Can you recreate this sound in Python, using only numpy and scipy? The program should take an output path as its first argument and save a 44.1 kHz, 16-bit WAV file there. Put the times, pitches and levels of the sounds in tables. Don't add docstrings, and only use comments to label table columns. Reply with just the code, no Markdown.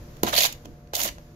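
import sys
import numpy as np
from scipy import signal
from scipy.fft import rfft, irfft
from scipy.io import wavfile

SR = 44100
rng = np.random.default_rng(int(sys.argv[2]) if len(sys.argv) > 2 else 0)


def store_pcm(level_fs):
    pcm = np.round(np.clip(level_fs, -1, 1) * 32767).astype(np.int16)
    wavfile.write(sys.argv[1], SR, np.atleast_2d(pcm).T)


N = 59535

# [t/s, rasp level/dB, drumming level/dB,
# sizzle relative to the rasp/dB, hiss relative to the rasp/dB]
STROKE_PRESSURE = [
    [(.232, -36, -37, 7, 2.5), (.258, -40, -39.5, -1, -2), (.272, -33, -30, -3, 0),
     (.288, -30, -35.5, -1, -1), (.321, -45, -40, 2, 4.5), (.33, -31, -25, -2, 0.5),
     (.358, -31, -37, 1, -3), (.368, -22, -31.5, -1.5, -3.5), (.41, -26.5, -38, 3.5, -0.5),
     (.455, -23.5, -40.5, -0.5, -1.5), (.475, -45.5, -60, 13, 4), (.496, -45, -64, -13, -4),
     (.538, -60, -57, -5, 7.5), (.56, -66, -74, -6, -7)],
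    [(.933, -42, -33, -9, 1.5), (.946, -32.5, -49, -1, 2), (.955, -31, -43, 7.5, 7),
     (.97, -44.5, -41, 9.5, 4.5), (.993, -36, -34, 9.5, 5.5), (1.01, -37.5, -42.5, 11.5, 3.8),
     (1.03, -35, -43.5, 8, 7), (1.05, -34, -31, 8.5, 4.5), (1.088, -36, -44, -2, 0.8),
     (1.112, -58, -62, -10.5, -14), (1.13, -65, -69.5, -6, -6)],
]
# [t/s, lower rasp relative level/dB,
# upper drumming relative level/dB, low drumming level/dB]
MAT_BENDS = [
    [(.232, -2, 3, -34.5), (.266, 5, 1, -33), (.286, 3, 8.5, -40.5), (.314, 5, -4, -42), (.34, 5, 1.5, -51),
     (.365, -12.5, -2, -43), (.395, -4, -3.5, -38.5), (.41, -12, -7, -46.5), (.44, -13, -2.5, -56),
     (.458, 5.5, 3.5, -60), (.49, 10.5, -6, -59), (.56, 13, 1.5, -63)],
    [(.64, 0, 0, -54), (.66, 0, 0, -43), (.72, 0, 0, -54)],
    [(.933, -4, 8.5, -57), (.953, -26, -1, -59), (.977, 0, -5, -51), (1.001, 8.5, 6, -49.5),
     (1.035, -3, -6, -40.5), (1.055, 4, -6, -45.5), (1.089, 2.5, 5, -47), (1.13, 12, -2, -54)],
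]
# [t/s, burst level/dB, ring f/Hz,
# sizzle relative to the burst/dB, drumming relative to the burst/dB]
EDGE_CATCHES = [(0.255, -36, 4030, 0, -9), (0.266, -21, 3700, -16, -11), (0.2815, -30, 4730, -2, -6),
                (0.2875, -26, 3800, 3, -5), (0.3271, -22, 3660, -16, 0), (0.3387, -17.5, 3630, -18, -14),
                (0.3513, -13, 3630, -8, -20), (0.3633, -11.5, 4200, -17, -14),
                (0.3666, -16, 4300, -13, -31), (0.3764, -12, 3100, -12, -3.5),
                (0.3792, -7.5, 4100, -11, -13), (0.3863, -7, 4180, -5, -23), (0.391, -14, 4200, -20, -17),
                (0.4024, -20, 2370, -15, -16), (0.4055, -7.5, 3080, -20, -14), (0.4117, -14, 3760, -15, -3),
                (0.421, -11, 2390, -13, -16), (0.427, -25, 2270, -9, -8), (0.433, -10.5, 3620, -17, -10),
                (0.4404, -15.5, 3700, -7, -4), (0.4483, -14, 2650, -9, -2.5),
                (0.4525, -11.5, 3730, -12, -34), (0.4595, -16.5, 4100, 3.5, -30),
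                (0.467, -22.5, 2930, -11, -29), (0.5241, -31, 3020, 2.5, -16), (0.9516, -17, 3620, -1, -17),
                (0.9638, -22, 3500, 4, -3), (0.9814, -29.5, 3140, 3, -18), (1.0004, -24.5, 3000, 3, -17),
                (1.0031, -22.5, 3180, -4, -23), (1.0117, -24.5, 2970, -8, -25), (1.0152, -23, 3720, -8, -4),
                (1.0315, -28, 3930, 4, -21), (1.0324, -24, 4900, 10, -18), (1.0444, -26, 2820, -2, -3),
                (1.0504, -26, 3730, -4, 10), (1.058, -26, 3660, -9, -3), (1.0757, -32, 3800, -10, -9),
                (1.0864, -25.5, 2900, -15, -13)]
# [t/s, crack level/dB, sizzle relative to the crack/dB,
# knock level on the upper modes/dB, thud level on the low modes/dB]
LIGHT_TOUCHES = [(0.1685, -46, 0, -65, -64.5), (0.2331, -17, 2.5, -40, -19), (0.2345, -51, -13, -18.5, -47),
                 (0.6485, -53, -12, -58, -49), (.653, -46.5, -4, -52, -55), (0.6563, -41, -5, -41, -49),
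                 (0.8734, -55, -20, -68, -79.5), (.9352, -28, -10, -28, -60),
                 (1.1832, -45, -20, -43.5, -61)]

SLIPS_PER_S, SLIP_SPREAD_DB = 14000, 2.0
FLUTTER_DB, FLUTTER_HZ = 1.6, 90
CATCH_GRAINS_PER_S, CATCH_RISE_S, CATCH_T60_S = 16000, 0.00085, 0.021
CATCH_CREST_DB = 3.5
RING_WIDTH_HZ, RING_DB, SPLASH_DB = 650, 2, -8
CRACK_T60_S = 0.014
RASP_FLOOR_HZ, RASP_TOP_HZ, SPLIT_HZ = 1910, 5130, 8600
PATCHY_DB, PATCH_HZ = 1.3, 70
RUBBED_FROM_HZ, UPPER_FROM_HZ = 420, 740
DRUM_DB, LOW_DB = -22, -30.5
KNOCK_FROM_HZ, THUD_FROM_HZ = 330, 120
LEFT_LAG_S, LEFT_OWN_FROM_HZ = 0.00038, 1690
LEFT_BODY_SHARE = 0.22
ROOM_T60_S, ROOM_GAP_S, ROOM_CUT_HZ, ROOM_DB = 0.21, 0.0021, 10700, -10.5
AIR_TREBLE_HZ, HUM_WAVER_DB = 2000, 1.5
CUTOFF_HZ, TOP = 16200, 1.0


def scrape():
    dull = stroke_db(MAT_BENDS, axis=1)
    return slips(dull) + bursts(dull) + drumming() + flexing() + knocks_and_thuds()


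def slips(dull_db):
    level, sizzle, hiss = (stroke_db(STROKE_PRESSURE, axis=k) for k in (1, 3, 4))
    clicks = grains(SLIPS_PER_S) * amp(FLUTTER_DB * drift(FLUTTER_HZ))
    low, mid, high = three_bands(clicks, dull_db)
    pressed = level != 0
    return pressed * amp(level) * (low + amp(hiss) * mid + amp(sizzle) * high)


def bursts(dull_db):
    s, db, _, sizzle_db, _ = np.transpose(EDGE_CATCHES)
    touch_s, crack_db, tip_db, _, _ = np.transpose(LIGHT_TOUCHES)
    source = grains(CATCH_GRAINS_PER_S)
    low, mid, high = three_bands(source, dull_db)
    level, hiss = amp(stroke_db(STROKE_PRESSURE, axis=4)), None
    hiss = level * mid
    catch = burst(s, db - CATCH_CREST_DB, CATCH_T60_S)
    crack = dying(marks(touch_s, crack_db), CRACK_T60_S)
    bright_catch = burst(s, db + sizzle_db - CATCH_CREST_DB, CATCH_T60_S)
    bright_crack = dying(marks(touch_s, crack_db + tip_db), CRACK_T60_S)
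    splash = low * (amp(SPLASH_DB) * catch + crack)
    return rings(source) + splash + hiss * (catch + crack) + high * (bright_catch + bright_crack)


def rings(source):
    out, size = np.zeros((2, N)), SR // 20
    t = np.arange(size) / SR
    r = np.exp(-np.pi * RING_WIDTH_HZ / SR)
    shape = amp(-60 * t / CATCH_T60_S) * (1 - np.exp(-t / CATCH_RISE_S))
    for s, db, hz, *_ in EDGE_CATCHES:
        i = int(s * SR)
        poles = [1, -2 * r * np.cos(2 * np.pi * hz / SR), r * r]
        tone = signal.lfilter([1, 0, -1], poles, source[:, i:i + size])
        tone = signal.lfilter([1, 0, -1], poles, tone)
        out[:, i:i + size] += amp(db - CATCH_CREST_DB + RING_DB) * shape * rms_one(tone)
    return out


def drumming():
    level, drum = (stroke_db(STROKE_PRESSURE, axis=k) for k in (1, 2))
    upper = stroke_db(MAT_BENDS, axis=2)
    s, db, _, _, drum_db = np.transpose(EDGE_CATCHES)
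    pressure = (level != 0) * amp(drum + 2.0 * drift(33.3))
    rub = grains(1300) * (pressure + burst(s, db + drum_db - CATCH_CREST_DB, CATCH_T60_S))
    body = mat(rub, RUBBED_FROM_HZ, UPPER_FROM_HZ) + mat(amp(upper) * rub, UPPER_FROM_HZ, SR)
    return amp(DRUM_DB) * steep(body, RUBBED_FROM_HZ, "high")


def flexing():
    deep = stroke_db(MAT_BENDS, axis=3)
    push = grains(400)[0] * (deep != 0) * amp(deep)
    return amp(LOW_DB) * mat(signal.lfilter([.1], [1, -.97], push), 0, RUBBED_FROM_HZ)


def knocks_and_thuds():
    s, _, _, knock_db, thud_db = np.transpose(LIGHT_TOUCHES)
    blow = signal.lfilter([.2], [1, -.8], marks(s, knock_db))
    knocks = mat(blow, RUBBED_FROM_HZ, SR, struck=True)
    thuds = mat(marks(s, thud_db), 0, RUBBED_FROM_HZ, struck=True)
    return steep(knocks, KNOCK_FROM_HZ, "high") + steep(thuds, THUD_FROM_HZ, "high")


def mat(push, from_hz, to_hz, struck=False):
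    # [f/Hz, level/dB, t60/s]
    modes = [(82.8, -8.5, 0.16), (132.5, -1.5, 0.034), (213.7, -3, 0.079), (284.5, 1.5, 0.059),
             (343.6, 3, 0.053), (412, 0.5, 0.035), (490, -3, 0.03), (579, -1, 0.036), (686, 0, 0.03),
             (829, -1, 0.018), (1011, -0.5, 0.026), (1300, 2, 0.015), (1526, 1.5, 0.0086),
             (2000, -9.5, 0.012)]
    out = 0
    for k, (hz, db, t60) in enumerate(modes):
        if from_hz < hz <= to_hz:
            r, w = amp(-60 / (t60 * SR)), 2 * np.pi * hz / SR
            sign = 1 if struck else (-1) ** k
            ring = signal.lfilter([0, np.sin(w)], [1, -2 * r * np.cos(w), r * r], push + 1e-18)
            out = out + sign * amp(db) * ring
    return out


def three_bands(x, dull_db):
    # [f/Hz, level/dB]
    edge_colour = [(470, -42), (900, -2.5), (1300, -4), (1800, -1), (2300, 3.5), (3200, 6.5), (4300, 3),
                   (5200, -2.5), (6900, 3), (7700, -13.5), (9000, -13), (10500, -4), (12200, 7),
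                   (13800, -6), (16000, -19)]
    y = patchy(colour(x, edge_colour))
    rasp = rms_one(steep(y, RASP_TOP_HZ, "low"))
    hiss = rms_one(steep(y, [RASP_TOP_HZ, SPLIT_HZ], "band"))
    sizzle = rms_one(steep(y, SPLIT_HZ, "high"))
    lower = amp(dull_db) * steep(rasp, RASP_FLOOR_HZ, "low")
    return steep(rasp, RASP_FLOOR_HZ, "high") + lower, hiss, sizzle


def patchy(x):
    octave = np.log2(np.fft.rfftfreq(N, 1 / SR) / 500 + 1e-9)
    spectrum, out = rfft(x), 0
    for k in range(12):
        band = np.clip(1 - 2 * abs(octave - k / 2), 0, 1)
        out = out + amp(PATCHY_DB * drift(PATCH_HZ)) * irfft(spectrum * band, N)
    return out


def grains(per_s):
    sizes = amp(SLIP_SPREAD_DB * np.minimum(rng.exponential(1, (2, N)), 4))
    sizes = sizes * rng.choice([-1, 1], (2, N))
    return rms_one(sizes * (rng.random((2, N)) < per_s / SR))


def ports(faces):
    # [f/Hz, level/dB]
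    left_shade = [(60, -9.5), (150, -5.5), (300, -2.5), (480, -5), (950, 1.5), (1320, 1.5), (1700, 2),
                  (2500, -6), (4000, -3), (6800, -9.5), (9000, -0.5), (12000, -12), (14500, -1),
                  (16000, 25)]
    near, far = faces
    sos = signal.butter(3, LEFT_OWN_FROM_HZ, "high", fs=SR, output="sos")
    near_top, far_top = signal.sosfiltfilt(sos, faces)
    body = (1 - LEFT_BODY_SHARE) * (near - near_top) + LEFT_BODY_SHARE * (far - far_top)
    left = np.pad(colour(body + far_top, left_shade)[0], (int(LEFT_LAG_S * SR), 0))[:N]
    return amp(-0.5) * (np.array([left, near]) + amp(ROOM_DB) * room((left + near) / 2))


def room(x):
    t = np.arange(int(.5 * SR)) / SR
    tails = rng.standard_normal((2, len(t))) * amp(-60 * t / ROOM_T60_S) * (t > ROOM_GAP_S)
    tails = signal.lfilter(*signal.butter(1, [250, ROOM_CUT_HZ], "band", fs=SR), tails)
    tails = tails / np.sqrt(np.sum(tails ** 2, axis=1, keepdims=True))
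    return signal.fftconvolve([x] * 2, tails, axes=1)[:, :N]


def room_noise():
    # [f/Hz, level/dB]
    air_colour = [(20, -8), (49, -3), (116, -10), (150, -7.5), (228, -19.5), (347, -17), (400, -24.5),
                  (472, -17), (700, -29), (1000, -29), (1710, -32.5), (3000, -39), (6900, -38), (8200, -55),
                  (10000, -49), (12300, -40.5), (14500, -49.5), (16000, -51)]
    # [f/Hz, correlation]
    likeness = [(30, 1), (130, .98), (290, 1), (640, 0.58), (1410, -0.13), (3100, 0.031), (6820, 0.0017),
                (15000, 0.25)]
    # [t/s, level/dB, treble relative level/dB]
    air_level = [(0, -43.5, 1.2), (.2, -43, .3), (0.598, -46, 1), (.75, -47, -2.5), (0.902, -48.5, -5),
                 (1.16, -46.5, 1.7), (1.35, -48, -1)]
    hz = np.fft.rfftfreq(N, 1 / SR)
    mid, side = rfft(rng.standard_normal((2, N))) * amp(at_hz(air_colour, hz)) * (hz > 15)
    alike = np.clip(at_hz(likeness, hz), -1, 1)
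    pair = np.sqrt(1 + alike) * mid + np.sqrt(1 - alike) * side * [[1], [-1]]
    both = rfft(rms_one(irfft(pair, N)))
    s, db, treble_db = np.transpose(air_level)
    level, treble = (amp(np.interp(np.arange(N) / SR, s, c)) for c in (db, treble_db))
    share = 1 / (1 + (AIR_TREBLE_HZ / (hz + 1)) ** 2)
    return level * (irfft(both * (1 - share), N) + treble * irfft(both * share, N))


def fridge():
    # [f/Hz, rms level/dB]
    tones = [(145.5, -56.5), (237, -62.5), (339.5, -63), (474, -67), (592.3, -62), (710.6, -66.5)]
    t, out = np.arange(N) / SR, 0
    for hz, db in tones:
        level = np.sqrt(2) * amp(db + HUM_WAVER_DB * drift(2))
        out = out + level * np.sin(2 * np.pi * (hz * t + rng.random()))
    return out


def amp(db):
    return 10 ** (np.asarray(db) / 20)


def rms_one(x):
    return x / np.sqrt(np.mean(x ** 2) + 1e-20)


def at_hz(points, hz):
    p = np.array(points)
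    return np.interp(np.log(np.maximum(hz, 1)), np.log(p[:, 0]), p[:, 1])


def colour(x, points):
    size = 4096
    cep = irfft(np.log(amp(at_hz(points, np.fft.rfftfreq(size, 1 / SR)))))
    cep[1:size // 2] *= 2
    cep[size // 2 + 1:] = 0
    return signal.fftconvolve(np.atleast_2d(x), irfft(np.exp(rfft(cep)))[None], axes=1)[:, :N]


def steep(x, hz, kind):
    return signal.sosfilt(signal.butter(4, hz, kind, fs=SR, output="sos"), x)


def drift(rate_hz):
    r = np.exp(-2 * np.pi * rate_hz / SR)
    noise = rng.standard_normal(N + SR)
    return rms_one(signal.lfilter([1], [1, -2 * r, r * r], noise)[SR:])


def stroke_db(strokes, axis):
    t, out = np.arange(N) / SR, 0
    for stroke in strokes:
        p = np.array(stroke)
        out = out + np.interp(t, p[:, 0], p[:, axis], left=0, right=0)
    return out


def marks(times, db):
    out = np.zeros(N)
    out[(np.asarray(times) * SR).astype(int)] = amp(db)
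    return out


def dying(clicks, t60):
    return signal.lfilter([1], [1, -amp(-60 / (t60 * SR))], clicks + 1e-18)


def burst(times, db, t60):
    r = np.exp(-1 / (CATCH_RISE_S * SR))
    return signal.lfilter([1 - r], [1, -r], dying(marks(times, db), t60))


def scene():
    return ports(scrape()) + room_noise() + fridge()


def record(dry):
    rounded = TOP * np.tanh(dry / TOP)
    return signal.sosfilt(signal.cheby2(20, 80, CUTOFF_HZ, fs=SR, output="sos"), rounded)


dry = scene()
out = record(dry)
store_pcm(out)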